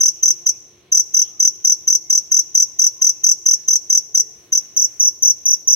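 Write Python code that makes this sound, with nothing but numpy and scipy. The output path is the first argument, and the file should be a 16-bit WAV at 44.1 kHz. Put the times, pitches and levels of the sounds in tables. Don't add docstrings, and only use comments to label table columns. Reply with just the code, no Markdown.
import sys
import numpy as np
from scipy import signal
from scipy.fft import rfft, irfft
from scipy.io import wavfile
from scipy.ndimage import uniform_filter1d, minimum_filter1d

SR = 44100
rng = np.random.default_rng(int(sys.argv[2]) if len(sys.argv) > 2 else 0)


def digitize_waveform(pressure):
    field = np.atleast_2d(pressure).T
    bounded = np.clip(field, -1, 1)
    quanta = np.round(bounded * 32767).astype(np.int16)
    wavfile.write(sys.argv[1], SR, quanta)


N = 253575


def undb(db):
    return 10 ** (np.asarray(db) / 20)


def colour(x, points):
    hz, db = np.transpose(points)
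    f = np.maximum(np.fft.rfftfreq(len(x), 1 / SR), 1)
    gain = undb(np.interp(np.log(f), np.log(hz), db))
    gain = gain / np.sqrt(np.mean(gain ** 2))
    return irfft(rfft(x) * gain, len(x))


def noise(points, size):
    return colour(rng.standard_normal(size), points)


def band(hz, width, size):
    points = [(hz - 2 * width, -60), (hz - width / 2, -3), (hz, 0),
              (hz + width / 2, -3), (hz + 2 * width, -60)]
    return noise(points, size=size)


def walk(rate):
    k = int(SR / rate)
    steps = np.repeat(rng.standard_normal(N // k + 1), k)
    x = uniform_filter1d(uniform_filter1d(steps, k), k)[:N]
    return x / x.std()


def add(track, start_s, x):
    i = int(np.clip(start_s * SR, 0, N))
    track[i:i + len(x)] += x[:N - i]


def cricket(chirps, octave_db, scatter_db=.3, jitter_s=.00015):
    stroke_gap_s = .02425
    song = np.zeros(N)
    small_wings = signal.butter(14, 4600, "high", fs=SR, output="sos")
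    for start, count, db in chirps:
        count = int(round(count))
        for k in range(count):
            when = start + k * stroke_gap_s + jitter_s * rng.standard_normal()
            level = undb(db + scatter_db * rng.standard_normal())
            sound = level * stroke((k + 1) / count, octave_db)
            padded = np.pad(sound, (0, len(sound)))
            add(song, when, signal.sosfilt(small_wings, padded))
    return song


def stroke(wear, octave_db, octave_rough=0.28, rasp_db=-35, rasp_wear_db=4, rasp_scatter_db=2,
           grain_db=3, skid_db=-19, waver_hz=22):
    # centre in Hz, width in Hz, level in dB.
    upper_wing = [(12430, 272, -0.5), (11840, 300, -8.5)]
    # frequency in Hz, relative level in dB.
    rasp_spectrum = [(2500, -58.5), (4200, -44.5), (4600, -7), (5000, 14), (5600, -23), (6700, -9.5),
                     (7200, -6.5), (7750, 9), (8450, -5.5), (10300, -9.5), (11400, -28), (12600, -11.5),
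                     (13300, -2), (15800, -16.5)]
    # mean pitch in Hz, pitch spread as a share, time to its peak in seconds,
    # latest start in seconds, level spread in dB.
    skid_habits = (6750, .035, .0006, .002, 3)
    stroke_s, tooth_hz, sag_hz, sag_power = .023, 6208, 1784, 2.654
    attack_s, hold_s, release_db_per_s = .004, .01504, 7000

    t = np.arange(int(stroke_s * SR)) / SR
    hz = tooth_hz - sag_hz * (t / stroke_s) ** sag_power
    release = undb(-release_db_per_s * np.maximum(t - hold_s, 0))
    push = np.minimum(t / attack_s, 1) * release
    force = push * wings(hz)

    uneven = noise([(500, 0), (1100, -20), (1800, -70)], size=len(t))
    rate = hz + waver_hz * uneven + 8 * rng.standard_normal()
    phase = 2 * np.pi * np.cumsum(rate) / SR

    flare = sum(undb(db) / (1 + (2 * (2 * hz - centre) / width) ** 2) ** .5
                for centre, width, db in upper_wing)
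    slip = octave_rough * t / hold_s * noise([(700, 6.5), (2000, -23.5), (4000, -52.5)], size=len(t))
    octave = undb(octave_db) * flare * force ** (2 / 3) * np.sin(2 * phase + slip)
    tone = force * np.sin(phase) + octave

    grit_db = rasp_db + rasp_wear_db * (wear - .5) + rasp_scatter_db * rng.standard_normal()
    grit = undb(grit_db + grain_db * uneven) * force ** (1 / 3)
    rasp = colour(grit * rng.standard_normal(len(t)), rasp_spectrum)

    skid_hz, spread, peak_s, latest, spread_db = skid_habits
    since = np.maximum(t - rng.uniform(0, latest), 0)
    swell = (since / peak_s * np.exp(1 - since / peak_s)) ** 2
    ping = swell * np.sin(2 * np.pi * skid_hz * rng.normal(1, spread) * since)
    skid = wear * undb(skid_db + spread_db * rng.standard_normal()) * ping

    contact = signal.windows.tukey(len(t), .06)
    return contact * (tone + rasp + skid)


def wings(hz):
    # centre in Hz, width in Hz, level in dB.
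    resonances = [(6087, 292, .8), (5595, 414, 1.5)]
    base_db = -25.5
    peaks = sum(undb(db) / (1 + (2 * (hz - centre) / width) ** 2) ** 1.407
                for centre, width, db in resonances)
    return undb(base_db) + peaks


def nook(song, paths, size=4096):
    khz = np.fft.rfftfreq(size, 1000 / SR)
    ears = np.reshape(paths, (-1, 2, 2)).transpose(1, 0, 2)
    channels = []
    for ear in ears:
        response = sum(undb(db) * np.exp(-2j * np.pi * khz * ms) for ms, db in ear)
        echo = np.roll(irfft(response, size), size // 2)
        channels.append(signal.oaconvolve(song, echo)[size // 2:size // 2 + N])
    return np.array(channels)


def swayed(paths):
    sway_ms = .008
    paths = np.array(paths)
    paths[:, ::2] += sway_ms * rng.standard_normal((len(paths), 2))
    return paths


def room(song, db, t60, delay_s):
    t = np.arange(SR) / SR
    decay = np.exp(-np.log(1000) * t / t60) * (t > delay_s)
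    response = rng.standard_normal((2, SR)) * decay
    response *= undb(db) / np.sqrt(np.sum(response ** 2, axis=1, keepdims=True))
    return signal.fftconvolve(song[None], response, axes=1)[:, :N]


def handling(flutter_db=3):
    # frequency in Hz, relative level in dB.
    rustle_spectrum = [(100, -10), (500, -3), (900, -15), (1250, -8), (2000, -5.5), (4000, -14.5),
                       (8000, -15)]
    start_s, attack_s, hold_s, release_s, level_db = 4.28, 0.11, 0.35, 0.81, -59
    corners = start_s + np.cumsum([0, attack_s, hold_s, release_s])
    motion = np.interp(np.arange(N) / SR, corners, [0, 1, 1, 0])
    level = undb(level_db + flutter_db * walk(20))
    return motion * level * np.array([noise(rustle_spectrum, size=N) for _ in range(2)])


def stirs(width_share=0.057, spread_db=2):
    # start in seconds, length in seconds, centre in Hz, width in Hz, level at the peak in dB.
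    placed = [(0, 0.46, 2900, 900, -60.5), (.5, 0.096, 2500, 300, -58.5), (1.138, 0.22, 3160, 605, -54.5),
              (2.927, .18, 1040, 92, -59), (4.003, 0.51, 434, 51.5, -56.5)]
    count, low_hz, high_hz, length_s, mean_db = 16, 650, 3200, 0.27, -67.5
    swells = []
    for when, pitch, strength in rng.random((count, 3)):
        hz = low_hz * (high_hz / low_hz) ** pitch
        db = mean_db + spread_db * (2 * strength - 1)
        swells.append((when * N / SR, length_s, hz, width_share * hz, db))
    out = np.zeros((2, N))
    for start, length, hz, width, db in list(placed) + swells:
        size = int(length * SR)
        for channel in out:
            sound = band(hz, min(width, hz * .45), size=size)
            add(channel, start, undb(db) * np.hanning(size) * sound)
    return out


def background(air_db=-57.9, side_db=-3, hiss_db=-69, hum_db=-1, upper_db=-1, wander_db=1.77):
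    # frequency in Hz, relative level in dB.
    air_spectrum = [(15, -53), (25, -25), (64, -1), (133, 0), (243, -6), (270, -5), (349, -3), (372, 0),
                    (415, -3.5), (917, -15.5), (1160, -16.5), (1440, -18.5), (1780, -17), (2160, -14.5),
                    (4200, -17), (5460, -53.5), (9240, -120)]
    # centre in Hz, width in Hz, level in dB before hum_db is added.
    hum_bands = [(174.3, 6.4, -79), (302.6, 16, -72.5), (351.6, 2.8, -65), (704.6, 22, -73.5),
                 (1054, 97, -74)]

    mid = noise(air_spectrum, size=N)
    side_high = signal.butter(2, 520, "high", fs=SR, output="sos")
    side = signal.sosfilt(side_high, noise(air_spectrum, size=N))
    side = side + .3 * noise(air_spectrum, size=N)
    air = (mid + undb(side_db) * np.array([side, -side])) * undb(air_db)

    upper_high = signal.butter(2, 1000, "high", fs=SR, output="sos")
    upper = signal.sosfiltfilt(upper_high, air)
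    air = air + upper * (undb(upper_db + wander_db * walk(7.17)) - 1)

    hum = sum(undb(db + hum_db) * band(hz, width, size=N) for hz, width, db in hum_bands)
    hiss_spectrum = [(2000, -2), (4700, 4), (7000, 0), (15000, -5)]
    hiss = np.array([noise(hiss_spectrum, size=N) for _ in range(2)])
    return air + hum + undb(hiss_db + 1.5 * walk(5)) * hiss


def scene(first_db=1.16, moved_db=4.0):
    # start in seconds, number of wing strokes, relative level in dB.
    chirps = [(.0013, 4, -1.5), (0.2241, 4, -1), (0.458, 2, -1.5), (0.9162, 4, -1), (1.136, 4, -1.5),
              (1.3942, 4, -1), (1.6407, 4, -0.9), (1.8698, 4, -1.4), (2.0952, 4, -2), (2.311, 4, -1.5),
              (2.5432, 4, -1), (2.7855, 4, -1.1), (3.012, 4, -1), (3.2335, 4, -0.5), (3.4539, 4, -1),
              (3.6755, 4, -1.5), (3.894, 4, -1.5), (4.1419, 3, -1), (4.519, 3, -2.5), (4.764, 4, -4),
              (4.9961, 4, -2.5), (5.2226, 4, -2.5), (5.4528, 4, -3), (5.673, 3, -1)]
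    # left delay in ms, left level in dB, right delay in ms, right level in dB,
    # the levels before first_db or moved_db is added.
    first_paths = [(.563, -9.5, .107, -14.1), (2.268, -3.7, 3.237, -7.6), (2.536, -4.2, 3.863, -18),
                   (10.173, -21.8, 5.926, -12.2), (10.819, -19.7, 8.765, -16)]
    moved_paths = [(.079, -9.5, 0, -9), (.527, -9.7, 2.818, -12.5), (2.406, -9.7, 5.501, -15.1),
                   (3.592, -15.6, 6.864, -18.9), (8.555, -18.7, 9.508, -19.1)]
    # frequency in Hz, relative level in dB.
    echo_balance = [(4800, 0), (5300, -3.5), (5650, 2), (6050, -5), (6500, 10.5), (7800, 2), (12000, 2.5),
                    (15000, -16.5)]
    move_s = 4.7

    first = cricket([c for c in chirps if c[0] < move_s], octave_db=-23.5)
    moved = [cricket([c], octave_db=-21) for c in chirps if c[0] >= move_s]
    near_first = undb(first_db) * nook(first, first_paths)
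    near_moved = undb(moved_db) * sum(nook(chirp, swayed(moved_paths)) for chirp in moved)

    echo_feed = colour(first + sum(moved), echo_balance)
    quick = room(echo_feed, db=-13.5, t60=0.078, delay_s=0.01)
    ring = room(echo_feed, db=-25.5, t60=0.66, delay_s=0.057)
    return near_first + near_moved + quick + ring + background() + stirs() + handling()


def record(dry, ceiling=1.0):
    top_hz = 15950
    size = SR // 200
    allowed = np.minimum(1, min(ceiling, 1) / (np.abs(dry).max(axis=0) + 1e-9))
    lowest = minimum_filter1d(allowed, 2 * size)
    gain = uniform_filter1d(uniform_filter1d(lowest, size), size)
    top_cut = signal.ellip(12, .2, 95, top_hz, fs=SR, output="sos")
    return signal.sosfilt(top_cut, dry * gain)


dry = scene()
out = record(dry)
digitize_waveform(out)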